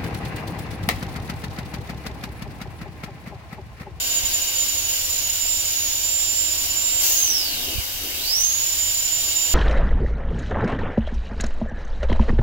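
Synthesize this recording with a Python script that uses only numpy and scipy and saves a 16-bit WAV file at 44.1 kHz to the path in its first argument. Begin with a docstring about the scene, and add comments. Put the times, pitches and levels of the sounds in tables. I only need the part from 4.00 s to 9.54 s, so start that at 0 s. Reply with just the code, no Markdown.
"""In a small, hard-walled surgery, two microphones hear an air-turbine dental drill whine near 7 kHz.
The whine is a sine at the rotor speed with a faint octave, sagging whenever the bur bites.
On pedal release a puff of filtered noise blows out and the rotor coasts down; then it is driven up again.
The suction tip hisses throughout as noise with tube resonances; behind lie ventilation rumble, machine hum,
brief low drones and a few soft thumps, these nearer the right microphone."""
import sys
import numpy as np
from scipy import signal
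from scipy.fft import rfft, irfft
from scipy.io import wavfile
from scipy.ndimage import uniform_filter1d

SR = 44100
rng = np.random.default_rng(int(sys.argv[2]) if len(sys.argv) > 2 else 0)


def put_to_file(sound):
    """Save the sound as 16-bit audio at rate SR, in the file named by the first command-line argument."""
    columns = np.atleast_2d(sound).T  # one column per channel
    safe = np.clip(columns, -1, 1)
    whole_steps = np.round(safe * 32767)
    wavfile.write(sys.argv[1], SR, whole_steps.astype(np.int16))


N = 244314
T = np.arange(N) / SR
FREQS = np.maximum(np.fft.rfftfreq(N, 1 / SR), 1)


def amp(db):
    """Decibels to gain."""
    return 10 ** (np.asarray(db) / 20)


def curves(table):
    """The columns of a table, joined by straight lines in time."""
    seconds, *columns = np.transpose(table)
    return [np.interp(T, seconds, column) for column in columns]


def colour(table):
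    """Gain over frequency for each dB column of a spectrum, joined along log frequency."""
    hz, *columns = np.transpose(table)
    return np.array([amp(np.interp(np.log(FREQS), np.log(hz), column)) for column in columns])


def resonance(hz, width_hz):
    """Gain over frequency of one steep-sided resonance."""
    detuning = (FREQS / hz - hz / FREQS) * hz / width_hz / 2
    return 1 / (1 + detuning ** 2)


def shape(x, gain):
    """Filter a sound by a gain over frequency."""
    return irfft(rfft(x) * gain, N)


def noise():
    """White turbulence at 0 dB per Hz."""
    return rng.standard_normal(N) * np.sqrt(SR / 2)


def walk(rate_hz):
    """Smooth random drift with unit spread, slower than about rate_hz."""
    drift = shape(noise(), 1 / (1 + (FREQS / rate_hz) ** 4))
    return drift / drift.std()


ROOM_T60_S, ROOM_BUILD_S = 0.33, 0.0012


def room(x, wet_db, left_delay=4):
    """Direct sound, left_delay samples later on the left, plus dense wall reflections; total power is kept."""
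    t = T[:SR // 2]
    tail = rng.standard_normal((2, len(t)))
    tail *= amp(-60 * t / ROOM_T60_S) * (1 - np.exp(-t / ROOM_BUILD_S))
    tail *= amp(wet_db) / np.sqrt(np.sum(tail ** 2, axis=1, keepdims=True))
    tail[0, left_delay] += 1
    tail[1, 0] += 1
    running = np.pad(x, (len(t) - 1, 0), mode="reflect")  # the room is already ringing at the start
    heard = signal.fftconvolve(running[None], tail, mode="valid", axes=1)
    return heard / np.hypot(1, amp(wet_db))


def steady(x, span_s):
    """Hold each channel's slow level at 1 and keep its quick flutter."""
    slow_power = uniform_filter1d(x ** 2, int(span_s * SR), axis=-1)
    return x / np.sqrt(slow_power + 1e-12)


# Ventilation in the room, before the left-right balance.
# Each row: frequency in Hz, level common to both microphones and unshared level, both in dB per Hz.
VENTILATION = [(15, -66, -79), (26.8, -60.5, -61), (40, -72, -82), (60, -62.5, -92), (77.3, -61, -67),
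               (102.5, -69, -90), (136, -74.5, -85.5), (164, -83.5, -107), (280, -83.5, -93),
               (600, -98, -101), (1500, -105, -105)]


def ventilation():
    """Broad low turbulence, partly common to both microphones and partly independent at each."""
    common, unshared = colour(VENTILATION)
    return shape(noise(), common) + shape(np.array([noise(), noise()]), unshared)


# Steady machine tones, before the left-right balance. Each row: frequency in Hz, level in dB.
MACHINE_HUM = [(28.7, -51.5), (86, -60), (839.8, -58)]


def machine_hum():
    """Constant-level sines whose phases wander slowly."""
    return sum(np.sqrt(2) * amp(db) * np.sin(2 * np.pi * hz * T + 0.87 * walk(rate_hz=2.4))
               for hz, db in MACHINE_HUM)


# Brief low drones, equal at both microphones.
# Each row: time of the peak in seconds, spread of the bell-shaped swell in seconds, level in dB per Hz.
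LOW_DRONES = [(2.45, 0.15, -77), (2.902, 0.24, -75.5), (3.597, 0.08, -66.5), (3.75, 0.053, -68),
              (4.054, 0.028, -63.5), (4.178, 0.054, -69)]


def low_drones():
    """Noise swelling and fading through one resonance near 300 Hz."""
    swell = sum(amp(db) * np.exp(-((T - s) / spread) ** 2 / 2) for s, spread, db in LOW_DRONES)
    return shape(noise() * swell, resonance(hz=301, width_hz=113))


def thump(start_s, hz, rise_s, db):
    """A dull bump that swells quickly, peaks after rise_s and drops in pitch as it dies."""
    age = np.maximum(T - start_s, 0)
    sag_s = 0.019
    turns = hz * sag_s * np.log1p(age / sag_s)
    swell = (age / rise_s * np.exp(1 - age / rise_s)) ** 2
    return amp(db) * swell * np.sin(2 * np.pi * turns)


# Soft thumps close to the right microphone, before the left-right balance.
# Each row: start in seconds, starting pitch in Hz, time to the peak in seconds, level in dB.
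SOFT_THUMPS = [(0.231, 84, 0.0076, -26), (3.752, 70.4, 0.0077, -26), (3.779, 119, 0.0087, -21),
               (3.952, 85, 0.0056, -33)]


def soft_thumps():
    """A few pitch-dropping bumps."""
    return sum(thump(*row) for row in SOFT_THUMPS)


def low_sounds():
    """Ventilation, hum and drones around both microphones, with thumps much louder on the right."""
    background = (ventilation() + machine_hum()) * amp([[-1.5], [1.1]])
    return background + soft_thumps() * amp([[-16], [5.5]]) + low_drones()


# Suction hiss at the two microphones. Each row: frequency in Hz, left and right level in dB per Hz.
SUCTION_HISS = [(200, -86, -101), (526, -76.5, -77.5), (1410, -79, -82), (2100, -75.5, -73.5),
                (3630, -69, -77), (5000, -72.5, -66), (5960, -76.5, -67), (7880, -79.5, -68.5),
                (9300, -69, -89), (11670, -75, -71), (12400, -65, -71), (14400, -64, -74),
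                (15700, -66.5, -82)]
# Resonances of the suction tube. Each row: frequency in Hz, width in Hz, relative level in dB.
TUBE_MODES = [(261.5, 16.6, -76), (342.5, 55, -75.5), (529, 36, -76), (694, 57, -73.5), (1036, 130, -77.5),
              (1540, 92, -77.5), (2167, 63, -73), (2395, 84, -76), (2707, 104, -70.5), (2947, 138, -63),
              (3150, 37, -66.5), (3816, 100, -66.5), (4580, 87, -66.5)]
# How the tube's ring rises and falls; only its shape counts. Each row: time in seconds, relative level in dB.
TUBE_RING = [(0.0, -38), (0.09, -36.5), (0.91, -38), (1.06, -43.5), (1.13, -39.5), (2.52, -40.5),
             (2.75, -38.5), (3.73, -37), (3.86, -41.5), (3.98, -40.5), (5.15, -40.5), (5.54, -36)]
RING_DB = 1  # mean gain of the ring


def suction():
    """Air rushes into the tip and rings the tube; passing droplets make both flutter."""
    rush = room(noise() * amp(1.4 * walk(rate_hz=75)), wet_db=5)
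    hiss = shape(rush, colour(SUCTION_HISS))
    ring_db, = curves(TUBE_RING)
    ring_db = ring_db - ring_db.mean() + RING_DB
    tube = sum(amp(db) * resonance(hz, width) for hz, width, db in TUBE_MODES)
    ring = shape(noise() * amp(ring_db + 0.67 * walk(rate_hz=21)), tube)
    # long waves reach both microphones alike
    alike = 1 / (1 + (FREQS / 780) ** 4)
    return hiss + shape(ring, alike) + shape(room(ring, wet_db=7.5), 1 - alike)


RELEASE_S, PRESS_S = 2.995, 4.036  # pedal released, then pressed again
PUFF_RISE_S, PUFF_HOLD_S, PUFF_FADE_S = 0.024, 0.054, 0.17  # the hold includes the rise
PUFF_WHISTLE_HZ, PUFF_WHISTLE_DB = 6250, np.array([[-53], [-44]])  # left and right, dB per Hz
# Puff of air at full pressure. Each row: frequency in Hz, left and right level in dB per Hz.
PUFF_AIR = [(200, -80, -89), (670, -69, -67), (1200, -77, -78), (2000, -68.5, -68.5), (4000, -63, -62.5),
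            (6200, -63, -55), (7260, -56, -65), (8200, -67, -57), (9200, -67.5, -85), (10700, -59.5, -67),
            (11200, -68, -66), (12600, -52, -58), (13900, -60, -68), (15500, -51, -66)]


def puff():
    """A bright blast of air with a short whistle at release, dying away as the line empties."""
    age = T - RELEASE_S
    rise = np.clip(age / PUFF_RISE_S, 0, 1)
    pressure = rise * np.exp(-np.maximum(age - PUFF_HOLD_S, 0) / PUFF_FADE_S)
    blast = shape(room(noise() * pressure, wet_db=3.5), colour(PUFF_AIR))
    # the whistle fades twice as fast as the blast
    whistle = shape(room(noise() * pressure ** 2, wet_db=5), resonance(PUFF_WHISTLE_HZ, width_hz=60))
    return blast + whistle * amp(PUFF_WHISTLE_DB)


FREE_HZ, SLOWEST_HZ = 7155, 1300  # turns per second: free running, and still turning in the pause
# time constants, and powers above 1 for a gentle start
COAST_S, COAST_POWER = .739, 1.77
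SPIN_UP_S, SPIN_UP_POWER = .261, 1.51
# The bur bites and slows the rotor.
# Each row: time of the deepest sag in seconds, half length in seconds (to 1/e), sag in turns per second.
BUR_BITES = [(0.249, 0.254, 175), (0.601, 0.078, 120), (0.834, 0.141, 225), (1.232, 0.13, 231),
             (1.817, 0.152, 295), (2.274, 0.112, 18), (2.644, 0.118, 109), (5.011, 0.092, 134),
             (5.271, 0.088, 94), (5.502, 0.083, 47)]


def rotor_speed():
    """Turns per second: free running, slowed by each bite, coasting after release and driven up again."""
    since_release = np.maximum(T - RELEASE_S, 0)
    coasting = FREE_HZ * np.exp(-(since_release / COAST_S) ** COAST_POWER)
    since_press = np.maximum(T - PRESS_S, 0)
    shortfall = (FREE_HZ - SLOWEST_HZ) * np.exp(-(since_press / SPIN_UP_S) ** SPIN_UP_POWER)
    driven = FREE_HZ - shortfall
    sag = sum(sag_hz * np.exp(-((T - s) / half_s) ** 2) for s, half_s, sag_hz in BUR_BITES)
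    return np.maximum(coasting, driven) - sag


AIR_DB, AIR_DB_PER_OCTAVE = 0.06, 4  # gain of spent air at free speed, and its rise with speed
# Air leaving the turbine head, before that gain.
# Each row: frequency in Hz, left and right level in dB per Hz.
HEAD_EXHAUST = [(300, -98, -96), (1400, -87.5, -88.5), (3180, -75.5, -67.5), (4430, -70, -66),
                (5650, -70.5, -60.5), (6530, -65, -68), (9500, -78, -77), (10440, -74.5, -76),
                (13100, -73, -78), (15700, -66, -85)]


def drive_air(hz):
    """Spent air hisses from the head, louder the faster the rotor turns."""
    db = AIR_DB + AIR_DB_PER_OCTAVE * np.log2(hz / FREE_HZ)
    jet = noise() * amp(db + 0.65 * walk(rate_hz=9))
    return shape(room(jet, wet_db=1.5), colour(HEAD_EXHAUST))


# Loudness of the whine by rotor speed. Each row: speed in Hz, relative level in dB.
WHINE_BY_SPEED = [(1400, -57), (2200, -41.5), (2900, -39), (3600, -34.5), (4400, -29.5), (5400, -21.5),
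                  (6500, -20), (6850, -24.5), (7200, -25)]
# The whine slowly grows a little louder. Each row: time in seconds, gain in dB.
WHINE_GROWTH = [(0, -1), (1.8, -.5), (5.54, 2)]
# Standing waves that the pitch crosses. Each row: frequency in Hz, width in Hz.
STANDING_WAVES = [(6999, 12), (7145, 50), (7085, 50)]
# Their full effect at the microphones, in the same order. Each row: left and right gain in dB.
STANDING_GAINS = [(8.5, 6.5), (1, 4.5), (-0.5, -2.5)]
STANDING_BUILD_S = 0.056  # averaging time of a standing wave


def whine_strength(hz):
    """Gain at each microphone: it follows speed and changes where the pitch lingers on a standing wave."""
    speeds, levels = np.transpose(WHINE_BY_SPEED)
    speed_db = np.interp(np.log(hz), np.log(speeds), levels)
    growth_db, = curves(WHINE_GROWTH)
    nearness = np.array([1 / (1 + (2 * (hz - centre) / width) ** 2) for centre, width in STANDING_WAVES])
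    built_up = uniform_filter1d(nearness, int(STANDING_BUILD_S * SR), axis=1)
    return amp(speed_db + growth_db + np.transpose(STANDING_GAINS) @ built_up)


def turbine(hz):
    """One line at the rotor speed and a faint octave; as the pitch moves it beats with its own echoes."""
    strength = whine_strength(hz)
    # the harder the bur is loaded, the slower and less evenly it turns
    load = np.clip((hz.max() - hz) / 150, .15, 1)
    # at low speed the rotor runs roughly and the line blurs
    rough = np.clip((6500 - hz) / 3000, 0, 1)
    hz = hz * (1 + 0.00053 * load * walk(rate_hz=38) + 0.03 * rough * walk(rate_hz=440))
    phase = 2 * np.pi * np.cumsum(hz) / SR
    echoing = room(np.sin(phase) * strength.mean(axis=0), wet_db=2.5)
    whine = steady(echoing, span_s=0.1) * amp([[-5], [2.2]])
    # the octave only sings close to full speed
    full_speed = np.clip((hz - 6600) / 400, 0, 1)
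    octave = room(np.sin(2 * phase) * full_speed, wet_db=-5) * amp([[-34.5], [-43]])
    return whine * strength + octave


def scene():
    """Room, suction, air and drill in the surgery."""
    hz = rotor_speed()
    return low_sounds() + suction() + puff() + drive_air(hz) + turbine(hz)


TOP_HZ = 15720  # highest frequency the recorder passes


def record(dry):
    """The recorder cuts the top steeply."""
    return signal.sosfilt(signal.ellip(12, .1, 80, TOP_HZ, fs=SR, output="sos"), dry)


dry = scene()
out = record(dry)
put_to_file(out)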